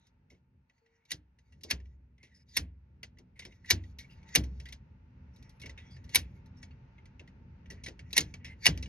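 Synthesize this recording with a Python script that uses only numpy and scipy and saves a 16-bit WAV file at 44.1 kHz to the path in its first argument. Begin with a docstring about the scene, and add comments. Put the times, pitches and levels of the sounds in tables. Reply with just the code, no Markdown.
"""A slide hammer on a car axle: the weight scrapes, squeaks and rattles along its rod and slams into the stop.
Bursts of noise ring the steel modes for dry clanks; the car body's low modes boom late; bumps are panel noise.
Coloured noise makes the swelling low rumble and the hiss, and a sine the faint tone.
Decaying noise bands echo the steel in the garage; the whole is widened to stereo by frequency."""
import sys
import numpy as np
from scipy import signal
from scipy.fft import rfft, irfft
from scipy.io import wavfile
from scipy.ndimage import uniform_filter1d

SR = 44100
rng = np.random.default_rng(int(sys.argv[2]) if len(sys.argv) > 2 else 0)


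def wav_out(sig):
    """Save sig, one row per channel (or a flat mono array), as 16-bit PCM at SR to the path in sys.argv[1]."""
    wavfile.write(sys.argv[1], SR, np.round(np.clip(np.atleast_2d(sig).T, -1, 1) * 32767).astype(np.int16))


N = 391608

# hard blows on the stop: t/s, clank level/dB, 3-7 kHz/dB re clank, above 8 kHz/dB re clank, thud/dB re clank,
# boom level/dB, lead of the first touch of the loose stop/s, touch level/dB re blow
HARD_BLOWS = [(1.116, -31.5, 0.5, -7, -23.5, -52, 0.0097, -10.5),
              (1.7091, -25.5, 0.5, -8.5, -20, -41.5, 0.0068, -9.5),
              (2.5696, -23.5, 1, -4.5, -21.5, -40, 0.0035, -8),
              (3.7069, -18, 1, -7, -22.5, -34.5, 0.0044, -5.5),
              (4.3559, -17.5, -1, -6, -19.5, -30.5, 0.0052, -2.5),
              (6.1556, -15.5, -2, -3.5, -25, -40, .0088, -7.5),
              (8.1775, -16.5, 0, -6.5, -22.5, -40.5, 0.011, -8),
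              (8.6644, -12, -2.5, -13.5, -23.5, -31, 0.0082, -7)]
# light knocks and rattles on the rod: t/s, clank level/dB, 3-7 kHz/dB re clank, chatter t60/s
LIGHT_KNOCKS = [(.0676, -72, 4, 0.027), (0.3, -56, -10, 0.14), (0.347, -72, -12, .023),
                (0.697, -64, -10.5, 0.012), (.7794, -76, -6, .02), (.8604, -67.5, -12, 0.033),
                (1.052, -66, -1.5, 0.018), (1.3863, -65, -5.5, 0.023), (1.5217, -63.5, -7, .074),
                (1.6097, -65.5, -1, 0.037), (1.6338, -54, 9.5, 0.031), (1.8, -61, -9, 0.015),
                (1.855, -65.5, -11, 0.014), (2.18, -64.5, -10.5, .015), (2.229, -55, -6, 0.13),
                (2.4836, -76, 1, 0.039), (3.03, -41, -3, 0.016), (3.171, -62, -18, 0.012),
                (3.185, -58, -1.5, .017), (3.392, -43, -2.5, 0.031), (3.4201, -48, -12, 0.11),
                (3.4503, -46.5, -1.5, 0.023), (3.5204, -59, -11, 0.048), (3.659, -56, -3, 0.036),
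                (3.8367, -54.5, -10.5, 0.025), (3.9858, -48, 1.5, 0.082), (4.1094, -63, -10, 0.026),
                (4.229, -61, -8.5, 0.019), (4.2885, -59, -1, .022), (4.4362, -53, 0, 0.032),
                (4.599, -50, -3.5, 0.035), (4.655, -48, -7, 0.06), (4.6857, -51, -2, .043),
                (4.7235, -45.5, 0, 0.028), (5.3606, -68, 4, .034), (5.4254, -62.5, 0.5, 0.024),
                (5.4932, -74.5, 12, 0.02), (5.5975, -60.5, 2, .06), (5.6149, -49.5, -1, 0.074),
                (5.6326, -45.5, -24, 0.066), (5.6581, -42, -8, 0.041), (5.694, -42.5, -10, .023),
                (5.7756, -48, -11, 0.12), (5.911, -63, -8, .032), (5.9638, -55.5, -10, 0.028),
                (6.0407, -63.5, 0, 0.049), (6.092, -53, -2, 0.037), (6.1889, -50, 5, 0.029),
                (6.4592, -70, 1.5, 0.037), (6.6285, -48.5, -3.5, 0.019), (6.707, -62.5, -17, 0.071),
                (6.981, -56.5, -22.5, .029), (7.055, -59, -4.5, .029), (7.1945, -48, -11.5, .025),
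                (7.275, -54, -11.5, 0.027), (7.6574, -57, -14, 0.033), (7.7011, -45, -4, 0.08),
                (7.836, -48, 1.5, 0.08), (7.861, -39, -4.5, 0.042), (7.882, -44.5, -2.5, 0.021),
                (7.992, -47.5, -7, 0.016), (8.105, -55, -7, 0.041), (8.1288, -38.5, 4.5, 0.014),
                (8.2045, -38, 4.5, 0.023), (8.339, -43, -5, .013), (8.445, -42, -7, 0.1),
                (8.4798, -50.5, -11.5, .03), (8.775, -44, -1, 0.0054), (8.8253, -42.5, -1.5, .028),
                (8.858, -47.5, -9.5, 0.018)]
# modes of rod, weight and axle: f/Hz, relative level/dB
STEEL_MODES = [(910, -15), (1760, -18.5), (1960, 0), (2200, 0), (2500, -12.5), (2750, -7.5), (3500, -14),
               (3800, -5), (4300, -9.5), (4600, -8), (5300, -8), (5700, -4.5), (6050, -9), (6500, -8),
               (8550, -11), (8950, -11), (9600, -16), (10500, -20.5), (11450, -4.5), (12200, -14.5),
               (14200, -17)]
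# parts of a clank: from f/Hz, to f/Hz, crack t60/s, crack level/dB re ring, trim/dB
CLANK_PARTS = [(200.6, 830, .1, 11.5, 1.5), (635, 1770, 0.008, 2, -11), (1360, 3110, 0.071, -6.5, -0.5),
               (3120, 6400, 0.071, 0, 0), (8740, 12800, .025, -8, 1), (14900, 16200, 0.0097, 8.5, -15)]
# strokes of the weight along the rod: from t/s, to t/s, 3-7 kHz level/dB, 2 kHz level/dB
SLIDE_STROKES = [(0, 0.093, -78.5, -82.5), (0.704, 1.05, -92, -87), (1.39, 1.602, -86.5, -88),
                 (1.75, 1.95, -87.5, -85.5), (2.299, 2.424, -83, -70), (2.469, 2.62, -79.5, -82),
                 (3.403, 3.6, -81.5, -78), (3.748, 3.92, -76, -85.5), (3.997, 4.3, -81, -71.5),
                 (4.39, 4.7, -77.5, -78.5), (5.328, 5.58, -90.5, -78.5), (5.747, 6.102, -82.5, -72.5),
                 (6.186, 6.398, -77.5, -76), (6.55, 6.7, -84.5, -80.5), (7.698, 8.1, -89, -76),
                 (8.2, 8.384, -74.5, -74), (8.405, 8.548, -99, -62), (8.677, 8.88, -73.5, -64.5)]
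# the sliding weight sings on one pitch: from t/s, to t/s, f/Hz, level before decay/dB
SQUEAK_NOTES = [(0.687, 1.05, 4400, -95), (2.192, 2.314, 2120, -70), (2.311, 2.381, 1930, -74),
                (2.341, 2.437, 5130, -69), (2.35, 2.436, 9400, -93), (2.485, 2.55, 4870, -66),
                (3.355, 3.548, 2140, -63), (3.641, 3.675, 1910, -55.5), (3.998, 4.07, 2240, -58),
                (4.099, 4.2, 4900, -74.5), (4.092, 4.16, 2740, -66.5), (4.247, 4.298, 2300, -81),
                (4.27, 4.32, 3750, -68.5), (5.332, 5.58, 5630, -77), (5.496, 5.616, 11160, -88),
                (5.8, 5.952, 3370, -71), (5.791, 5.888, 2020, -65.5), (5.902, 5.99, 4800, -70),
                (6.566, 6.629, 5500, -75), (6.616, 6.665, 6500, -66.5), (8.45, 8.55, 2074, -57)]
# modes of the car body: f/Hz, relative level/dB, t60/s
BODY_MODES = [(64.6, -5.5, 0.97), (90, -0.5, 0.6), (108, -2, 0.27), (146, -3.5, 0.14), (169.5, -6, 0.28),
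              (252.5, -10.5, 0.28), (303.4, -8, 0.29), (425, -12.5, 0.04), (490, -17.5, 0.12)]
# the rod is jolted and the car's panels answer: t/s, level/dB
PANEL_BUMPS = [(.31, -71), (1.64, -59), (2.23, -75), (3.19, -70), (3.449, -61.5), (5.638, -60.5),
               (7.2, -64), (7.709, -61), (7.871, -56.5), (8.189, -52.5)]
# diffuse echoes: f/Hz, t60/s, level/dB
GARAGE_ECHO = [(500, 0.4, -25.5), (990, 0.27, -26), (2030, 0.26, -22.5), (4300, 0.03, -17.5),
               (10200, 0.12, -13.5), (13000, .1, -19.5), (15000, 0.08, -31)]
# background course: t/s, bass level/dB, hiss level/dB
BACKGROUND_LEVELS = [(0.0, -63.5, -83.5), (0.47, -66, -91.5), (0.89, -77.5, -88.5), (1.88, -58, -87.5),
                     (2.17, -64.5, -90.5), (2.84, -60, -86.5), (3.68, -59.5, -83), (3.88, -52.5, -80),
                     (4.35, -58.5, -72), (4.55, -49.5, -78), (5.04, -57.5, -80.5), (5.74, -50, -73),
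                     (6.01, -53.5, -76), (6.3, -50.5, -77), (6.8, -55, -74), (7.49, -52, -76.5),
                     (8.71, -52, -77), (8.88, -43, -75)]
# bass spectrum: f/Hz, relative level/dB per Hz
BASS_SPECTRUM = [(12, -48), (20, -16.5), (48, 0), (97, 0), (184, -7.5), (215, -9), (245, -12.5), (290, -18),
                 (600, -28.5), (780, -65), (1320, -120)]
# garage resonances in the bass: f/Hz, width/Hz, lift/dB
GARAGE_RESONANCES = [(57, 4, 0.5), (76, 17, 7), (133.6, 5.5, 9.5), (185, 10, 6.5), (250, 8, 11.5)]
# bass difference between the channels: f/Hz, relative level/dB per Hz
BASS_SIDE_SPECTRUM = [(20, -10), (80, 0), (200, -6), (500, -10), (900, -30), (3000, -45), (7000, -90)]
# hiss spectrum: f/Hz, relative level/dB per Hz
HISS_SPECTRUM = [(250, 0), (500, -4), (900, -6), (1200, -6.5), (2000, -5), (2700, -8), (3200, -17),
                 (6500, -24), (7400, -42), (12000, -44), (13500, -56)]
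# peaks in the hiss: f/Hz, width/Hz, lift/dB
HISS_PEAKS = [(897, 110, 13), (1410, 200, 4)]
# stereo widening of the whole sound: f/Hz, phase lead of left/rad, left minus right level/dB
STEREO_WIDENING = [(860, 1.5, 3), (1260, -2.5, 0), (2050, 0.5, -1.5), (2440, 1.5, 1.5), (3670, 2, -0.5),
                   (4280, 1, 3), (4930, 1.5, 0), (6602, 1.5, 0.5), (10680, 7.5, -0.5), (14400, 9.5, -0.5),
                   (16700, 8.5, 0.5)]

STEEL_T60_S = .04  # hand and clamped parts damp the ring at once; shorter above 6 kHz
KNOCK_THUD_DB = -17  # re clank
KNOCK_TOP_DB, TOP_PER_BRIGHT_DB = -14, 1.54  # a knock's top climbs with its 3-7 kHz
SLIDE_ATTACK_S, SLIDE_RELEASE_S = .03, .06
RUN_UP_DB = -33.5  # run-up scrape re clank
WOBBLE_DB = 7
BODY_LAG_S = .028  # the heavy body takes this long to swing up
PANELS_DB, BOOM_SIDE_DB = -4.5, -19  # re body modes
BUMP_SWELL_S, BUMP_T60_S, BUMP_SIDE_DB = 0.0094, .2, -11
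LOW_CUT_HZ, TOP_HZ = 40, 16500


def undb(db):
    """Gain of a dB value."""
    return 10 ** (np.asarray(db) / 20)


def unit(x):
    """Scaled to rms 1."""
    return x / np.sqrt(np.mean(x ** 2))


def band(x, lo_hz, hi_hz, order=3):
    """Butterworth band-pass."""
    sos = signal.butter(order, [lo_hz, min(hi_hz, .45 * SR)], "band", fs=SR, output="sos")
    return signal.sosfilt(sos, x)


def fade(t, t60_s):
    """Falls 60 dB in t60_s seconds."""
    return np.exp(-np.log(1000) * t / t60_s)


def seconds(length_s):
    """Time axis of a short event."""
    return np.arange(int(length_s * SR)) / SR


def curve(table, column):
    """One column of a time table at every sample."""
    table = np.array(table)
    return np.interp(np.arange(N) / SR, table[:, 0], table[:, column])


def walk(rate_hz):
    """Random levels, rate_hz per second, joined by ramps; spread a little under 1."""
    k = int(SR / rate_hz)
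    return uniform_filter1d(np.repeat(rng.standard_normal(N // k + 1), k), k)[:N]


def noise(points, peaks=()):
    """Noise coloured by (Hz, dB) points and lifted at (Hz, width, dB) resonances."""
    hz = np.arange(N // 2 + 1) * SR / N + 1
    points = np.array(points)
    db = np.interp(np.log(hz), np.log(points[:, 0]), points[:, 1])
    for peak_hz, width_hz, lift_db in peaks:
        db = db + lift_db / (1 + (2 * (hz - peak_hz) / width_hz) ** 2)
    return irfft(rfft(rng.standard_normal(N)) * undb(db), N)


def ring(modes, t, scatter_db, detune):
    """One impulse response of a set of modes, each caught differently by every contact."""
    hz, db, t60_s = np.transpose(modes)[:, :, None]
    level_chance, pitch_chance, phase_chance = rng.standard_normal((3, len(modes), 1))
    gain = undb(db + scatter_db * level_chance)
    phase = 2 * np.pi * hz * (1 + detune * pitch_chance) * t + 2 * phase_chance
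    return (gain * np.sin(phase) * fade(t, t60_s)).sum(axis=0)


def add(out, x, s):
    """Mixes x into out from s seconds on."""
    i = int(s * SR)
    out[i:i + len(x)] += x[:N - i]


def clank(db, mid_db, high_db, thud_db, chatter_s):
    """The faces chatter briefly: a rough burst of tiny contacts rings the steel and cracks in every band."""
    t = seconds(.15)
    chatter_s = max(chatter_s, .002)
    ring_contacts, crack_contacts = rng.standard_normal((2, len(t))) * np.minimum(t / 0.0007, 1)
    modes = [(hz, mode_db, STEEL_T60_S * min(1, 6000 / hz)) for hz, mode_db in STEEL_MODES]
    response = ring(modes, t, scatter_db=5.0, detune=0.027)
    rung = signal.fftconvolve(ring_contacts * fade(t, chatter_s), response)[:len(t)]
    out = 0
    part_levels_db = (thud_db, 0, 0, mid_db, high_db, high_db)
    for (lo_hz, hi_hz, t60_s, crack_db, trim_db), above_db in zip(CLANK_PARTS, part_levels_db):
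        crack = crack_contacts * fade(t, chatter_s + t60_s)
        part = unit(band(rung, lo_hz, hi_hz)) + undb(crack_db) * unit(band(crack, lo_hz, hi_hz))
        # the loudest 3.4 ms set the level
        loudest = np.sqrt(uniform_filter1d(part ** 2, size=150).max())
        out = out + undb(db + above_db + trim_db) * part / loudest
    return out


def hammer():
    """Steel struck by steel: blows with their first touches, and the lighter knocks."""
    out = np.zeros(N)
    for s, db, mid_db, high_db, thud_db, _, ahead_s, touch_db in HARD_BLOWS:
        add(out, clank(db + touch_db, mid_db, high_db, thud_db, chatter_s=0.0055), s - ahead_s)
        add(out, clank(db, mid_db, high_db, thud_db, chatter_s=0.0089), s)
    for s, db, mid_db, chatter_s in LIGHT_KNOCKS:
        high_db = KNOCK_TOP_DB + TOP_PER_BRIGHT_DB * mid_db
        add(out, clank(db, mid_db, high_db, KNOCK_THUD_DB, chatter_s), s)
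    return out


def scrape():
    """Stick-slip: dense uneven grains excite the steel; each mode comes and goes as the weight wobbles along."""
    t = np.arange(N) / SR
    high_gain, low_gain = 0, 0
    for start, end, high_db, low_db in SLIDE_STROKES:
        edges = np.minimum((t - start) / SLIDE_ATTACK_S + .5, (end - t) / SLIDE_RELEASE_S + .5)
        stroke = np.clip(edges, 0, 1)
        high_gain = high_gain + undb(high_db) * stroke
        low_gain = low_gain + undb(low_db) * stroke
    for s, db, *_, ahead_s, _ in HARD_BLOWS:
        # the weight speeds up into the stop
        ahead = np.maximum(s - ahead_s - t, 0)
        run = undb(db + RUN_UP_DB) * (t < s) * (fade(ahead, 0.13) + undb(7.5) * fade(ahead, .05))
        high_gain, low_gain = high_gain + run, low_gain + run
    grains = rng.standard_normal(N) * undb(0.87 * rng.exponential(size=N) + 3.3 * walk(40))
    modes = []
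    for hz, db in STEEL_MODES:
        tone = unit(band(grains, hz * .975, hz * 1.025, order=1))
        modes.append((hz, undb(db + WOBBLE_DB * walk(12)) * tone))

    def group(lo_hz, hi_hz):
        """The modes within a band, at rms 1."""
        return unit(band(sum(x for hz, x in modes if lo_hz < hz < hi_hz), lo_hz, hi_hz, order=4))

    high = group(3000, 7000) + undb(-18) * group(8000, 13000)
    return low_gain * group(1500, 3000) + high_gain * high


def squeaks():
    """The sliding weight sings: narrow rough noise bands that start quickly and die away."""
    out = np.zeros(N)
    flutter = undb(4 * walk(50))
    for start, end, hz, db in SQUEAK_NOTES:
        t = seconds(end - start)
        shape = np.minimum(t / .008, 1) * np.sqrt(1 - t / (end - start))
        shape = shape * flutter[int(start * SR):][:len(t)]
        tone = unit(band(rng.standard_normal(len(t)), hz * .983, hz * 1.017, order=1))
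        add(out, undb(db) * shape * tone, start)
    return out


def boom():
    """Each blow shakes the car body, whose low modes swell late and stay; loose panels fill in between them."""
    out = np.zeros((2, N))
    t = seconds(.8)
    swell = np.minimum(t / BODY_LAG_S, 1) ** 2
    for s, *_, boom_db, _, _ in HARD_BLOWS:
        shake = rng.standard_normal((3, len(t)))
        response = ring(BODY_MODES, t, scatter_db=3.0, detune=0.03)
        body = signal.fftconvolve(shake[0] * fade(t, 0.1), response)[:len(t)]
        panels = band(shake[1:], 60, 250, order=2) * fade(t, 0.28)
        mid = unit(body) + undb(PANELS_DB) * unit(panels[0])
        side = undb(BOOM_SIDE_DB) * unit(panels[1])
        early_rms = np.sqrt(np.mean(mid[:SR // 10] ** 2))
        for channel, swing in zip(out, (mid + side, mid - side)):
            add(channel, undb(boom_db) * swell * swing / early_rms, s)
    return out


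def bumps():
    """Jolted panels: band noise that swells and dies, a little unlike in the two channels."""
    out = np.zeros((2, N))
    t = seconds(.3)
    shape = np.minimum(t / BUMP_SWELL_S, 1) * fade(t, BUMP_T60_S)
    for s, db in PANEL_BUMPS:
        mid, side = band(rng.standard_normal((2, len(t))), 180, 450, order=2) * shape
        side = undb(BUMP_SIDE_DB) * side
        early_rms = np.sqrt(np.mean(mid[:SR // 10] ** 2))
        for channel, swing in zip(out, (mid + side, mid - side)):
            add(channel, undb(db) * swing / early_rms, s)
    return out


def garage(x):
    """Diffuse echoes: in narrow bands a dense wash carries the energy on, a little unlike in the two channels."""
    hz, t60_s, db = np.transpose(GARAGE_ECHO)
    wash = rng.standard_normal(N) + 0.43 * rng.standard_normal((2, N))
    out = 0
    for f in 350 * 2 ** np.arange(0, 5.6, .3):
        keep = fade(1 / SR, np.interp(f, hz, t60_s)) ** 2  # energy kept per sample
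        power = band(x, f / 1.12, f * 1.12, order=2) ** 2
        energy = signal.lfilter([100 / SR], [1, -keep], power)
        carrier = unit(band(wash, f / 1.2, f * 1.2, order=2))
        out = out + undb(np.interp(f, hz, db)) * np.sqrt(energy) * carrier
    return out


def rumble():
    """A wavering bass, nearly alike in both channels, that booms in the garage's low resonances."""
    mid = unit(noise(BASS_SPECTRUM, GARAGE_RESONANCES))
    side = undb(-21) * unit(noise(BASS_SIDE_SPECTRUM))
    level_db = curve(BACKGROUND_LEVELS, column=1) + 2.5 * walk(8)
    return undb(level_db) * (mid + side * np.array([[1], [-1]]))


def hiss():
    """The brighter background noise: mostly separate in the channels from 240 to 7000 Hz, shared above."""
    shared, left, right = (noise(HISS_SPECTRUM, HISS_PEAKS) for _ in range(3))
    both = shared + 11.0 * band(np.array([left, right]), 240, 7000, order=4)
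    level_db = curve(BACKGROUND_LEVELS, column=2) + 0.73 * walk(7.6)
    # the level is that of 870-1200 Hz
    return undb(level_db) * both / np.std(band(both[0], 870, 1200))


def faint_tone():
    """A thin sine that sounds briefly early on."""
    start_s, end_s, hz, rms_db = 0.813, 1.09, 457.6, -75
    t = np.arange(N) / SR
    shape = np.clip(np.minimum((t - start_s) / 0.0094, (end_s - t) / 0.27), 0, 1)
    return np.sqrt(2) * undb(rms_db) * np.sin(2 * np.pi * hz * t) * shape


def scene():
    """Hammer and car in the garage over the background."""
    steel = hammer() + scrape() + squeaks()
    car = boom() + bumps()
    return steel + garage(steel) + car + rumble() + hiss() + faint_tone()


def record(dry):
    """Deepest bass and top cut; widened to stereo: left and right differ in phase and level by frequency."""
    # no phase or level difference below 200 Hz
    hz, lead_rad, left_db = np.transpose([(200, 0, 0)] + STEREO_WIDENING)
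    f = np.arange(N // 2 + 1) * SR / N
    half = np.array([[.5], [-.5]])  # each channel takes half the difference
    turn = np.exp(1j * half * np.interp(f, hz, lead_rad)) * undb(half * np.interp(f, hz, left_db))
    low_cut = signal.butter(4, LOW_CUT_HZ, "high", fs=SR, output="sos")
    top_cut = signal.ellip(8, .2, 70, TOP_HZ, fs=SR, output="sos")
    widened = irfft(rfft(signal.sosfilt(low_cut, dry)) * turn, N)
    return signal.sosfilt(top_cut, widened)


dry = scene()
out = record(dry)
wav_out(out)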